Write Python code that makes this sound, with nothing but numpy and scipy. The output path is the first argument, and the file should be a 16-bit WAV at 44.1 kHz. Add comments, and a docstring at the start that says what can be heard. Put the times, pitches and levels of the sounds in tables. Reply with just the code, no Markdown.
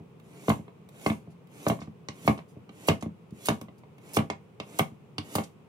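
"""Nine crisp chops in a row, each ending in a wooden knock: a steel cleaver cubes pumpkin on a board.
Each time the edge bites the rind, hisses through the flesh ever faster, and the last of it snaps.
The blade's tip knocks on the board, its heel (the back end) rocks down after it, and the board thumps
on the counter. The wet blade drags as it lifts, and loose cubes tumble.
The small kitchen adds a short echo and a low, steady rumble."""
import sys
import numpy as np
from scipy import signal
from scipy.fft import rfft, irfft
from scipy.io import wavfile

SR = 44100
rng = np.random.default_rng(int(sys.argv[2]) if len(sys.argv) > 2 else 0)


def int16_out(signal):
    """Quantize to a 16-bit WAV file."""
    q = np.round(np.clip(np.atleast_2d(signal).T, -1, 1) * 32767)
    wavfile.write(sys.argv[1], SR, q.astype(np.int16))


N = 250488
TIME = np.arange(N) / SR

# Table levels are relative. 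A blow's "hardness" is the pitch above which its knock is muffled.
# The edge bites the rind: t/s, crack level/dB, crack centre/Hz, knock level/dB
RIND_BITES = [(.198, -52, 9000, -60), (.889, -42, 9000, -58), (1.472, -50, 9000, -67),
              (2.086, -21, 2400, -37), (2.692, -50, 4000, -49), (3.3074, -50, 8900, -73),
              (3.982, -51, 9000, -55.5), (4.6, -25.5, 2920, -35.5), (5.182, -19.5, 3350, -32.5)]
# The flesh gives way: snap t/s, pressing hiss/dB, final rush/dB, snap level/dB, tearing before it/s
FLESH_CUTS = [(0.4938, -48, -37.5, -21.5, .002), (1.072, -45, -37.5, -28.5, .002),
              (1.684, -43.5, -39.5, -16.5, .002), (2.276, -46, -39, -33, .011),
              (2.882, -46, -42, -22, 0.012), (3.469, -48, -34.5, -19, 0.02), (4.166, -45, -52, -18, .036),
              (4.791, -45.5, -45, -16, .006), (5.3564, -43.5, -35, -18.5, .006)]
# The blade lands: tip t/s, knock/dB, thump/dB, hardness/Hz, click/dB, heel delay/s, heel knock/dB
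BLADE_LANDINGS = [(.4827, -21.5, -14.5, 1200, -40, 0.018, -20.5),
                  (1.0623, -20, -17.5, 1490, -21, 0.037, -27), (1.666, -16.5, -18, 1160, -45, 0.033, -22.5),
                  (2.277, -13.5, -13.5, 1380, -22.5, 0.014, -27.5),
                  (2.8847, -17, -15, 2840, -11.5, 0.012, -20.5),
                  (3.4853, -19.5, -19, 2290, -10.5, 0.016, -25.5),
                  (4.1692, -17, -17, 1800, -15.5, .0185, -25.5),
                  (4.7935, -16, -23.5, 1670, -43, 0.0092, -31), (5.3535, -22.5, -22, 1600, -55, 0.03, -26)]


def from_db(db):
    """Turn decibels into a factor to multiply by."""
    return 10 ** (np.asarray(db) / 20)


def unit_power(x):
    """Scale a sound to an average power of one."""
    return x / np.sqrt(np.mean(x ** 2) + 1e-20)


def at_hz(points, hz):
    """Read between a table's rows, with the octaves evenly spaced."""
    freqs, values = np.transpose(points)
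    return np.interp(np.log(np.maximum(hz, 1)), np.log(freqs), values)


def butter(x, hz, kind, order=2):
    """Keep the lows, the highs or a band; a higher order cuts more steeply."""
    return signal.sosfilt(signal.butter(order, np.clip(hz, 10, .48 * SR), kind, fs=SR, output="sos"), x)


def colour(x, spectrum):
    """Give a noise the tone colour in a table, at a power of one."""
    hz = np.arange(N // 2 + 1) * SR / N
    return unit_power(irfft(rfft(x) * from_db(at_hz(spectrum, hz)), N))


def dying(t, fade_s):
    """A smooth fade that is 60 dB down after fade_s."""
    return np.exp(-np.log(1000) * t / fade_s)


def add(track, s, sound):
    """Mix a sound in, starting at s seconds."""
    start = int(np.clip(s * SR, 0, N - 1))
    track[start:start + len(sound)] += sound[:N - start]


def rumble():
    """The kitchen's low, steady background, alike on both sides in the bass."""
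    # Tone colour of the rumble: f/Hz, level/dB
    spectrum = [(30, -37), (60, 1), (100, 3.5), (170, 7), (300, -9), (430, -2), (600, -15), (1100, -17),
                (1700, -29), (2500, -24.5), (4500, -39.5), (9000, -42.5), (15000, -46.5)]
    mid, side = colour(rng.standard_normal((2, N)), spectrum)
    return from_db(-52.5) * (mid + butter(side, 550, "high", order=1) * [[1], [-1]])


def kitchen_echo(x):
    """Walls and cupboards send back many echoes, different at each ear; the highest notes die first."""
    # Strength of the echo: f/Hz, level/dB
    echo_levels = [(60, -29.5), (150, -10), (400, -6.5), (1000, -8.5), (2200, -6.5), (5000, -10),
                   (14000, -7)]
    # How long the echo lasts: f/Hz, fade time/s
    echo_fades = [(100, .27), (500, 0.18), (2000, 0.16), (6000, 0.19), (14000, 0.1)]
    t, octave_edges = TIME[:SR // 2], 60 * 2 ** np.arange(9.)
    white, response = rng.standard_normal((2, 2, len(t))), 0
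    onset = np.clip((t - .004) / .004, 0, 1)   # the nearest walls answer after 4 ms
    for k, (low, high) in enumerate(zip(octave_edges, octave_edges[1:])):
        hz = np.sqrt(low * high)
        tail = butter(white[k % 2], [low, high], "band") * onset * dying(t, at_hz(echo_fades, hz))
        band_share = np.sqrt(2 * (high - low) / SR / len(t))
        mid, side = unit_power(tail) * band_share * from_db(at_hz(echo_levels, hz))
        alike = 1 / (1 + (hz / 450) ** 2)   # long waves reach both sides alike
        response = response + np.sqrt(1 + alike) * mid + np.sqrt(1 - alike) * side * [[1], [-1]]
    return signal.fftconvolve(x[None], response, axes=1)[:, :N]


def blade_reflections(x, sways_per_s=4, sway_share=.3433):
    """Treble bounces off the blade and board, along paths that grow and shrink as the blade moves."""
    # The bounces: left delay/s, right delay/s, level/dB
    bounces = [(.0013, .0017, -3.5), (.0027, .0022, -2.5), (.0036, .0044, -4.5)]
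    treble, out = butter(x, 2200, "high"), np.zeros((2, N))
    turns = np.arange(32) / sways_per_s
    for left_s, right_s, db in bounces:
        stretch = 1 + sway_share * np.interp(TIME, turns, rng.uniform(-.998, 1, len(turns)))
        delayed = [np.interp(TIME - lag * stretch, TIME, treble) for lag in (left_s, right_s)]
        out += from_db(db) * np.array(delayed)
    return out


def bursting_cells(pops_per_s=700, grain_db=3, pop_db=-3.5):
    """Countless pumpkin cells burst in a fizz, and tearing fibres add scattered pops."""
    # Tone colour of the slicing hiss: f/Hz, level/dB
    spectrum = [(300, 22.5), (1100, 9), (1700, 3), (2200, 8), (3200, 3), (4800, -4.5), (7000, 1.5),
                (11500, -2.5), (13500, -2.5), (15500, -15)]
    sizes = from_db(grain_db * np.minimum(rng.exponential(1, N), 4)) * rng.choice([-1, 1], N)
    pops = unit_power(sizes * (rng.random(N) < pops_per_s / SR))
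    return colour(rng.standard_normal(N) + from_db(pop_db) * pops, spectrum)


def slicing(sink_s=.0083, rush_s=.021, release_s=.039):
    """The flesh rasps louder as the hand bears down, then gives way with a bright rush."""
    pressure, speed = np.zeros((2, N))
    for (bite_s, *_), (snap_s, press_db, rush_db, _, _) in zip(RIND_BITES, FLESH_CUTS):
        start = bite_s + sink_s   # the edge reaches the flesh
        release = np.exp(-np.maximum(TIME - snap_s, 0) / release_s)
        pressure += from_db(press_db) * np.clip((TIME - start) / (snap_s - start), 0, 1) * release
        speed += from_db(rush_db) * np.exp(np.minimum(TIME - snap_s, 0) / rush_s) * release
    crunch = bursting_cells()
    return pressure * butter(crunch, 250, "high") + speed * butter(crunch, 2500, "high")


def crack_events(bite_fade_s=.0072, click_fade_s=.0037, click_hz=5300, snap_fade_s=.0074, snap_hz=10400):
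    """List each rind bite, click into the wood, drag, tear and snap: t/s, level/dB, fade/s, f/Hz."""
    # The wet blade drags past the cut faces as it lifts: t/s, level/dB, fade time/s, centre/Hz
    wet_drags = [(1.301, -53.5, 0.098, 6000), (1.799, -38, 0.13, 3750), (2.3772, -43, 0.039, 3550),
                 (2.478, -50.5, 0.16, 7000), (3.008, -37.5, 0.044, 4670), (3.025, -32.5, .013, 6030),
                 (3.6124, -36, 0.014, 7850), (3.779, -53, 0.05, 7800), (4.3008, -24.5, 0.011, 4070),
                 (5.435, -34, 0.047, 4770)]
    rows = [(s, db, bite_fade_s, hz) for s, db, hz, _ in RIND_BITES]
    rows += [(s + .0015, db, click_fade_s, click_hz) for s, _, _, _, db, _, _ in BLADE_LANDINGS]
    rows += list(wet_drags)
    for snap_s, _, _, snap_db, tear_s in FLESH_CUTS:
        # Uneven little tears lead up to the snap, growing by 332 dB a second.
        leads_s = np.cumsum(.0042 * rng.uniform(.5, 1.5, size=12))
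        levels = snap_db - 332 * leads_s - 3.5 * rng.standard_normal(len(leads_s))
        rows += [(snap_s, snap_db, snap_fade_s, snap_hz)]
        rows += [(snap_s - lead, db, snap_fade_s, snap_hz)
                 for lead, db in zip(leads_s, levels) if lead < tear_s]
    return rows


def cracks(grain_db=4, first_db=14.5):
    """A crack is one big break followed by many tiny ones; slow, sticky ones swell up instead."""
    out, t = np.zeros(N), TIME[:SR // 8]
    noise = rng.standard_normal(N + len(t))
    grains = unit_power(noise * from_db(grain_db * np.minimum(rng.exponential(1, len(noise)), 4)))
    first_break = from_db(first_db) * (np.arange(len(t)) == 8)
    for s, db, fade_s, centre_hz in crack_events():
        burst = first_break + grains[int(s * SR):][:len(t)]
        burst = butter(burst, centre_hz / 2, "high", order=1)
        burst = butter(burst, min(1.8 * centre_hz, 15000), "low", order=3)
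        swell = 1 - np.exp(-t / fade_s ** 2)
        add(out, s, from_db(db - 7) * unit_power(burst) * swell * dying(t, fade_s))
    return butter(out, 790, "high")


def knock_events(bite_hz=2950, heel_hz=1650, settle_hz=1200):
    """List each touch on the board by blade or cube: t/s, knock/dB, thump/dB, hardness/Hz."""
    # Cubes tip over and the piece is shifted: t/s, knock/dB, counter thump/dB, hardness/Hz
    tumbles = [(.002, -46, -37.5, 480), (.591, -47, -31.5, 885), (.68, -45.5, -46, 1320),
               (1.274, -49, -40.5, 700), (1.79, -44.5, -39, 1296), (1.817, -40.5, -32.5, 1900),
               (1.874, -46.5, -31.5, 890), (2.249, -44, -29.5, 600), (2.3772, -47, -39, 2350),
               (2.389, -42.5, -42, 1950), (2.565, -45.5, -35.5, 500), (3.025, -34.5, -25.5, 1720),
               (3.06, -36, -23, 580), (3.319, -61, -30.5, 450), (3.614, -41, -32.5, 1600),
               (3.684, -48.5, -46, 1790), (3.835, -51.5, -54, 1200), (4.3002, -29, -29.5, 2252),
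               (4.916, -49.5, -35, 700)]
    rows = [(s, db, db + 6.5, bite_hz) for s, _, _, db in RIND_BITES]
    for s, tip_db, thump_db, hardness_hz, _, heel_s, heel_db in BLADE_LANDINGS:
        heel_thump_db = thump_db + 2.5   # the heel brings the arm's weight
        rows += [(s, tip_db, thump_db, hardness_hz),
                 (s + heel_s, heel_db, heel_thump_db, heel_hz),
                 (s + heel_s + .018, heel_db - 8.5, heel_thump_db - 14.5, settle_hz)]   # one last rock
    return rows + list(tumbles)


def strike(tones, fade_at_160hz_s, spread_db, detune):
    """Struck wood rings: where the blow lands sets each tone's strength; the hand shifts its pitch."""
    t = TIME[:int(1.3 * fade_at_160hz_s * SR)]
    hz, db = np.transpose(tones)[:, :, None]
    strength, hand_load = rng.standard_normal((2, len(tones), 1))
    fade_s = fade_at_160hz_s * (160 / hz) ** .6   # higher tones die sooner
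    waves = np.sin(2 * np.pi * hz * (1 + detune * hand_load) * t)
    return np.sum(from_db(db + spread_db * strength) * dying(t, fade_s) * waves, axis=0)


def delay_lows(x, hz):
    """Low notes travel more slowly through wood, so a blow sweeps downwards in pitch."""
    w = np.tan(np.pi * hz / SR)
    feedback = [1 + 2 * w + w * w, 2 * (w * w - 1), 1 - 2 * w + w * w]
    return signal.lfilter(feedback[::-1], feedback, x)


def knocks(board_detune=.022, counter_detune=.039, counter_lag_s=.004):
    """Each touch clacks, the board bends and rings, and the heavy counter thumps a moment later."""
    # Tone colour of the contact's clack: f/Hz, level/dB
    clack_spectrum = [(250, -6), (600, 8), (1150, -35.5), (1400, -11), (1800, -1), (2150, -6), (2700, 0.5),
                      (4000, -0.5), (7000, -21.5), (14000, -18.5)]
    # The board bends briefly right under the edge: f/Hz, level/dB
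    flex_tones = [(575, -6), (800, -20.5), (1130, 1), (2150, -16), (3200, -24.5), (5000, -40.5)]
    # The board rings with the blade on it: f/Hz, level/dB
    board_tones = [(400, -8.5), (445, -0.5), (525, -17.5), (660, -1.5), (715, -12), (778, -1), (961, -1.5),
                   (1092, -6.5), (1164, -12), (1240, -46), (1472, -13.5), (2016, -18.5), (2168, 2.5),
                   (2300, -26.5), (2775, -1.5), (3576, -18.5)]
    # The board shoves briefly against the counter: f/Hz, level/dB
    shove_tones = [(105, -18.5), (225, -4)]
    # The counter rings under the board: f/Hz, level/dB
    counter_tones = [(91, -4), (118, -9), (160, -2), (209, -2), (240, -19), (278, -10), (315, -15)]
    out, t = np.zeros(N), TIME[:SR // 4]
    clack_noise = from_db(5.5) * colour(rng.standard_normal(N), clack_spectrum)
    for s, knock_db, thump_db, hardness_hz in knock_events():
        start = rng.integers(N - len(t))
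        wood = clack_noise[start:start + len(t)] * dying(t, fade_s=.031)
        add(wood, 0, strike(flex_tones, .068, spread_db=2, detune=board_detune))
        add(wood, 0, strike(board_tones, .11, spread_db=3.5, detune=board_detune))
        wood = butter(wood, 430, "high")   # the board alone is too small to give off bass
        thump = np.zeros(len(t))
        add(thump, 0, strike(shove_tones, .032, spread_db=2, detune=counter_detune))
        add(thump, 0, strike(counter_tones, .11, spread_db=3.5, detune=counter_detune))
        add(out, s, from_db(knock_db - 2.5) * butter(wood, hardness_hz, "low"))
        add(out, s + counter_lag_s, from_db(thump_db - 5.5) * butter(thump, 427, "low"))
    return delay_lows(out, hz=450)


def scene(left_lag_s=.00019):
    """The board lies a little to the right, so the left side hears it later and with less treble."""
    chopping = knocks() + slicing() + cracks()
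    direct = np.array([np.interp(TIME - left_lag_s, TIME, chopping), chopping])
    left, right = direct + blade_reflections(chopping) + kitchen_echo(chopping)
    left_lows = butter(left, 1700, "low", order=1)
    left = left_lows + from_db(-3) * (left - left_lows)
    return np.array([left, right]) + rumble()


def record(dry):
    """The microphone loses the deep bass and the very highest treble."""
    thin = butter(dry, 105.2, "high", order=4)
    return signal.sosfilt(signal.ellip(10, .2, 80, 15800, fs=SR, output="sos"), thin)


dry = scene()
out = record(dry)
int16_out(out)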